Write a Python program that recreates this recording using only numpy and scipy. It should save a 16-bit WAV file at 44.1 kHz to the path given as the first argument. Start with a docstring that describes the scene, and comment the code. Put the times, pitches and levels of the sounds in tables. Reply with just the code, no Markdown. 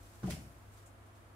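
"""A faint rustle and rumble of a hand on a camera, over mains hum and room noise. Then the camera is
bumped: a low double thump, a short hollow knock and a brief bright scuff. The impacts excite damped
modes of its body, and sliding friction makes the scuff's grainy noise. The room's bass resonances
ring on, and a few more faint rustles of the grip follow."""
import sys
import numpy as np
from scipy import signal
from scipy.fft import rfft, irfft
from scipy.io import wavfile
from scipy.ndimage import map_coordinates

SR = 44100
rng = np.random.default_rng(int(sys.argv[2]) if len(sys.argv) > 2 else 0)


def wav_record(signal):
    """Record a signal, one row per channel, as 16-bit PCM in the file named by sys.argv[1]."""
    frames = np.transpose(np.atleast_2d(signal))
    bounded = np.clip(frames, -1, 1)
    # unit amplitude maps onto the largest positive 16-bit level
    quanta = np.round(bounded * 32767).astype(np.int16)
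    wavfile.write(sys.argv[1], SR, quanta)


N = 59535
FFT_SIZE = 72000


def amp(db):
    """Decibels to amplitude ratio."""
    return np.exp(np.asarray(db) * (np.log(10) / 20))


def unit_rms(x):
    """Normalisation to rms 1."""
    return x / np.sqrt(np.mean(x ** 2) + 1e-20)


def along(points, hz):
    """Interpolation of (frequency_hz, value) points on a log frequency axis."""
    point_hz, values = np.transpose(points)
    return np.interp(np.log(hz + 1), np.log(point_hz + 1), values)


def since(start_s):
    """Elapsed seconds, zero before the start."""
    return np.maximum(np.arange(N) / SR - start_s, 0)


def filtered(x, response):
    """Linear filtering: the spectrum times a frequency response."""
    hz = np.fft.rfftfreq(FFT_SIZE, 1 / SR)
    return irfft(rfft(x, FFT_SIZE) * response(hz), FFT_SIZE)[..., :N]


def stereo(pair, correlation, spectrum=((1, 0), (2, 0))):
    """Mid-side mixing: two uncorrelated signals become a left and right of given correlation."""
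    def response(hz):
        likeness = np.clip(along(correlation, hz), -.995, .995)
        return amp(along(spectrum, hz)) * np.sqrt(np.array([1 + likeness, 1 - likeness]) / 2)
    mid, side = filtered(pair, response)
    return np.array([mid + side, mid - side])


def noise(spectrum, correlation):
    """Spectrally shaped stereo noise of rms 1."""
    return unit_rms(stereo(rng.standard_normal((2, N)), correlation, spectrum))


def wobble(rate_hz):
    """Random modulation: a spline through rate_hz random values a second."""
    return map_coordinates(rng.standard_normal(size=2048), [np.arange(N) * rate_hz / SR + 2])


def envelope(start_s, level_db, attack_s, hold_s, t60_s):
    """Linear attack, hold and exponential decay."""
    decay_db = 60 * since(start_s + attack_s + hold_s) / t60_s
    return amp(level_db - decay_db) * np.minimum(since(start_s) / attack_s, 1)


def damped_mode(start_s, hz, level_db, rise_s, t60_s):
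    """A damped oscillator: a sinusoid that builds up and decays exponentially."""
    t = since(start_s)
    return amp(level_db - 60 * t / t60_s) * np.sin(2 * np.pi * hz * t) * (1 - np.exp(-t / rise_s))


# Hum partials: pitch_hz, level_db
HUM_PARTIALS = [(100.2, -62), (226, -79.5), (296, -77), (344.5, -75.5), (544, -84.5), (678, -76)]
# Change of the hum as the camera moves: time_s, gain_db
HUM_GAIN = [(0.0, 4), (0.2, 2.5), (0.6, 0), (1.35, 0)]
# Room noise spectrum: frequency_hz, relative_db
AIR_SPECTRUM = [(20, -49), (32, -21), (48, -5.5), (70, -5.5), (104, -8.5), (124, -14), (192, -19.5),
                (240, -14), (340, -18), (390, -18), (680, -18.5), (1250, -19), (2600, -30), (5000, -38.5),
                (10800, -37.5), (15500, -46)]
# Left-right likeness of the room noise: frequency_hz, correlation
AIR_CORRELATION = [(60, 0.82), (150, 0.86), (300, 0.57), (600, 0.44), (1100, -0.09), (2500, 0.02),
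                   (12000, -0.096)]

def room_tone():
    """Mains hum, a line spectrum with slight phase modulation, over steady broadband noise."""
    t = since(0)
    waver_rad_per_hz = 0.0011
    hum = np.zeros(N)
    for hz, level_db in HUM_PARTIALS:
        phase = 2 * np.pi * hz * t + waver_rad_per_hz * hz * wobble(7.32)
        hum += amp(level_db) * np.sqrt(2) * np.sin(phase)
    hum_gain = amp(np.interp(t, *np.transpose(HUM_GAIN)))
    return hum_gain * hum + amp(-59) * noise(AIR_SPECTRUM, AIR_CORRELATION)


# Reverberation time of the room: frequency_hz, t60_s
ROOM_DECAY = [(60, 0.38), (200, 0.7), (800, 0.72), (4000, 0.47), (12000, 0.74)]
# Left-right likeness of the handling noises and reverberation: frequency_hz, correlation
NEAR_CORRELATION = [(100, 0.99), (300, 0.69), (600, 0.76), (1100, -0.076), (2500, 0.03), (7000, -0.035),
                    (14000, 0.019)]

def reverberation(x):
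    """Convolution with a diffuse tail in which each frequency decays at its own rate."""
    hz, t, bands = signal.stft(rng.standard_normal((2, SR)), SR, nperseg=512)
    decay = amp(-60 * t / along(ROOM_DECAY, hz)[:, None])
    tail = signal.istft(bands * decay, SR, nperseg=512)[1]
    wet = signal.fftconvolve(x[None], tail / np.linalg.norm(tail[0]), axes=1)[:, :N]
    return stereo(wet, NEAR_CORRELATION)


def friction(strokes, spectrum, grain_db):
    """Sliding friction: strokes of noise, made grainy by fast random amplitude modulation."""
    grains = unit_rms(amp(grain_db * wobble(700)) * noise(spectrum, NEAR_CORRELATION))
    return sum(envelope(*row) for row in strokes) * grains


# Rustles of the grip: start_s, level_db, attack_s, hold_s, t60_s
GRIP_RUSTLES = [(0.0, -66, 0.0024, 0.24, .5), (0.43, -76.5, .03, 0.23, 0.55),
                (0.71, -67, .032, 0.0046, 0.51), (0.767, -72.5, .005, .006, 0.46),
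                (1.056, -72, .008, .006, 0.17), (1.135, -70, 0.034, .008, 0.13)]
# Rustle spectrum: frequency_hz, relative_db
RUSTLE_SPECTRUM = [(1000, -7.5), (3000, -2), (5500, -1.5), (8000, 0), (11000, -3), (15500, -9)]
# One finger slip: start_s, level_db, attack_s, hold_s, t60_s
FINGER_SLIP = (0.856, -63.3, .006, .011, .13)
# Thin hiss of the slip: frequency_hz, relative_db
SLIP_SPECTRUM = [(3000, -20), (6000, -8), (7000, 2), (9500, -2.5), (11500, -12), (15500, -13)]
# Handling rumbles: start_s, level_db, attack_s, hold_s, t60_s
GRIP_RUMBLES = [(0.0, -62, 0.0059, 0.25, 0.61), (0.423, -60.5, 0.068, 0.3, 0.79)]
# Rumble spectrum: frequency_hz, relative_db
RUMBLE_SPECTRUM = [(25, -33), (50, 10.5), (80, -7), (110, -6), (150, -23), (400, -38)]

def grip():
    """Handling noise: friction under a fluttering grip pressure, one slip and a low rumble."""
    flutter = amp(1.5 * wobble(90))
    rustle = flutter * friction(GRIP_RUSTLES, RUSTLE_SPECTRUM, grain_db=1)
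    slip = envelope(*FINGER_SLIP) * noise(SLIP_SPECTRUM, NEAR_CORRELATION)
    rumble = sum(envelope(*row) for row in GRIP_RUMBLES) * noise(RUMBLE_SPECTRUM, NEAR_CORRELATION)
    return rustle + slip + rumble


# Bass modes of the room: start_s, pitch_hz, level_db, rise_s, t60_s
ROOM_MODES = [(0.233, 70, -42, .003, .16), (0.2719, 62.6, -47, 0.024, 1.5),
              (0.276, 83.5, -38.5, 0.0047, 0.32), (0.303, 126.6, -42, .07, .55),
              (0.3045, 157.1, -35.5, .0055, 0.31), (0.321, 197.7, -48, 0.068, .5),
              (0.3113, 234.5, -43, 0.01, 0.26)]
# Diffuse rumble after the bump: start_s, level_db, attack_s, hold_s, t60_s
DIFFUSE_RUMBLE = (0.33, -52.5, .04, .04, .33)
# Its spectrum: frequency_hz, relative_db
DIFFUSE_SPECTRUM = [(60, -14), (110, -2), (150, 0), (200, -7), (255, -5), (360, -15), (600, -32),
                    (1500, -70)]

def room_boom():
    """Room resonance: bass modes build up behind the thump and outlast it, in a diffuse rumble."""
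    modes = sum(damped_mode(*row) for row in ROOM_MODES)
    return modes + envelope(*DIFFUSE_RUMBLE) * noise(DIFFUSE_SPECTRUM, NEAR_CORRELATION)


# Catches within the scrape: start_s, level_db, attack_s, hold_s, t60_s
CATCH_TICKS = [(0.3045, -49.5, .0005, .003, .015), (0.3207, -51.5, .0005, .002, .015)]
# Tick spectrum: frequency_hz, relative_db
CATCH_SPECTRUM = [(1500, -18), (3500, -6), (5200, 2), (8000, -2), (13000, -4), (15500, -9)]

def catches():
    """Friction transients: the scrape catches twice with a crisp tick."""
    return friction(CATCH_TICKS, CATCH_SPECTRUM, grain_db=1)


# Rubbing contacts: start_s, level_db, attack_s, hold_s, t60_s
SCUFF_STROKES = [(0.243, -57, 0.026, 0.03, 0.13), (0.299, -43.5, 0.007, 0.0034, 0.081),
                 (0.317, -52.5, 0.0055, 0.0032, 0.28)]
# Scuff spectrum: frequency_hz, relative_db
SCUFF_SPECTRUM = [(500, -5), (1400, -6), (2200, 0), (3100, -2), (3900, -5), (5200, -2.5), (7500, -5),
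                  (10000, -6), (13000, -10.5), (15500, -16.5)]

def scuff():
    """Friction noise: a light slide ends in a bright, gritty double scrape."""
    direct = friction(SCUFF_STROKES, SCUFF_SPECTRUM, grain_db=1.5)
    return direct + amp(-4.5) * reverberation(direct[0])


# Hollow knock: start_s, level_db, attack_s, hold_s, t60_s
KNOCK_ENVELOPE = (0.2735, -43, .0075, .012, .09)

def knock():
    """A damped resonance that sinks quickly in pitch, roughened by phase and amplitude modulation."""
    rest_hz, bend_hz, settle_s = 562, 440, .0098
    flutter_db, flutter_rad, flutter_hz = 2.2, .6, 330
    t = since(KNOCK_ENVELOPE[0])
    cycles = rest_hz * t + bend_hz * settle_s * (1 - np.exp(-t / settle_s))
    phase = 2 * np.pi * cycles + flutter_rad * wobble(flutter_hz)
    ring = envelope(*KNOCK_ENVELOPE) * amp(flutter_db * wobble(flutter_hz)) * np.exp(1j * phase)
    return out_of_step(ring) + amp(-4) * reverberation(ring.imag)


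# Left-right likeness of the knock: frequency_hz, correlation
KNOCK_CORRELATION = [(400, 0.98), (900, 0.28)]

def out_of_step(ring):
    """Phase difference between the two microphones, mixed from the ring's sine and cosine parts."""
    return stereo(np.array([ring.imag, ring.real]), KNOCK_CORRELATION)


# Contacts of the bump: start_s, level_db, push_pitch_hz, rattle_db
IMPACTS = [(0.232, -41, 294, -42), (0.2411, -31.5, 167, -47), (0.2736, -37, 330, -54),
           (0.3024, -26, 68, -61)]
# Modes of the camera body: pitch_hz, relative_db, t60_s
BODY_MODES = [(78.1, -18.2, .52), (133.2, 1.7, 0.097), (148, 1.4, 0.056), (184, 3, .25), (246, -5.5, 0.06),
              (311.4, -8.5, 0.21), (341, 1.2, 0.079), (419, -8, 0.2), (557, -12, .09)]
# Rattle spectrum: frequency_hz, relative_db
RATTLE_SPECTRUM = [(200, 10.5), (450, 0.5), (950, -0.5), (1600, -6), (2400, -19.5), (6000, -20),
                   (15000, -36.5)]

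def thump():
    """Impact excitation: each contact rings the modes near the pitch of its push, with a short rattle."""
    spread_octaves = 0.88
    ring, rattle_envelope = np.zeros(N), np.zeros(N)
    for start_s, level_db, push_hz, rattle_db in IMPACTS:
        for hz, mode_db, t60_s in BODY_MODES:
            share = 1 / (1 + (np.log2(hz / push_hz) / spread_octaves) ** 4)
            ring -= share * damped_mode(start_s, hz, level_db + mode_db, rise_s=0.0027, t60_s=t60_s)
        rattle_envelope += envelope(start_s, rattle_db, attack_s=0.00078, hold_s=0.0015, t60_s=0.089)
    rattle = rattle_envelope * noise(RATTLE_SPECTRUM, NEAR_CORRELATION)
    return ring + rattle + reverberation(amp(-16) * ring + amp(-2.5) * rattle[0])


# Level difference between the channels: frequency_hz, left_minus_right_db
STEREO_BALANCE = [(70, 2), (300, 1.1), (1000, 0.5), (2200, -3), (4500, -0.5), (8000, 2.5), (13000, 2.5)]

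def scene():
    """Superposition: the bump and handling sounds, panned by frequency, over the room tone."""
    near = thump() + room_boom() + knock() + scuff() + catches() + grip()
    panned = filtered(near, lambda hz: amp(np.outer([1, -1], along(STEREO_BALANCE, hz)) / 2))
    return panned + room_tone()


def record(dry):
    """Band limiting: the camera rolls off the deep bass and passes nothing above its upper limit."""
    low_cut_hz, top_hz = 32, 15650
    return filtered(dry, lambda hz: (hz < top_hz) * (1 - 1 / (1 + (hz / low_cut_hz) ** 4)))


dry = scene()
out = record(dry)
wav_record(out)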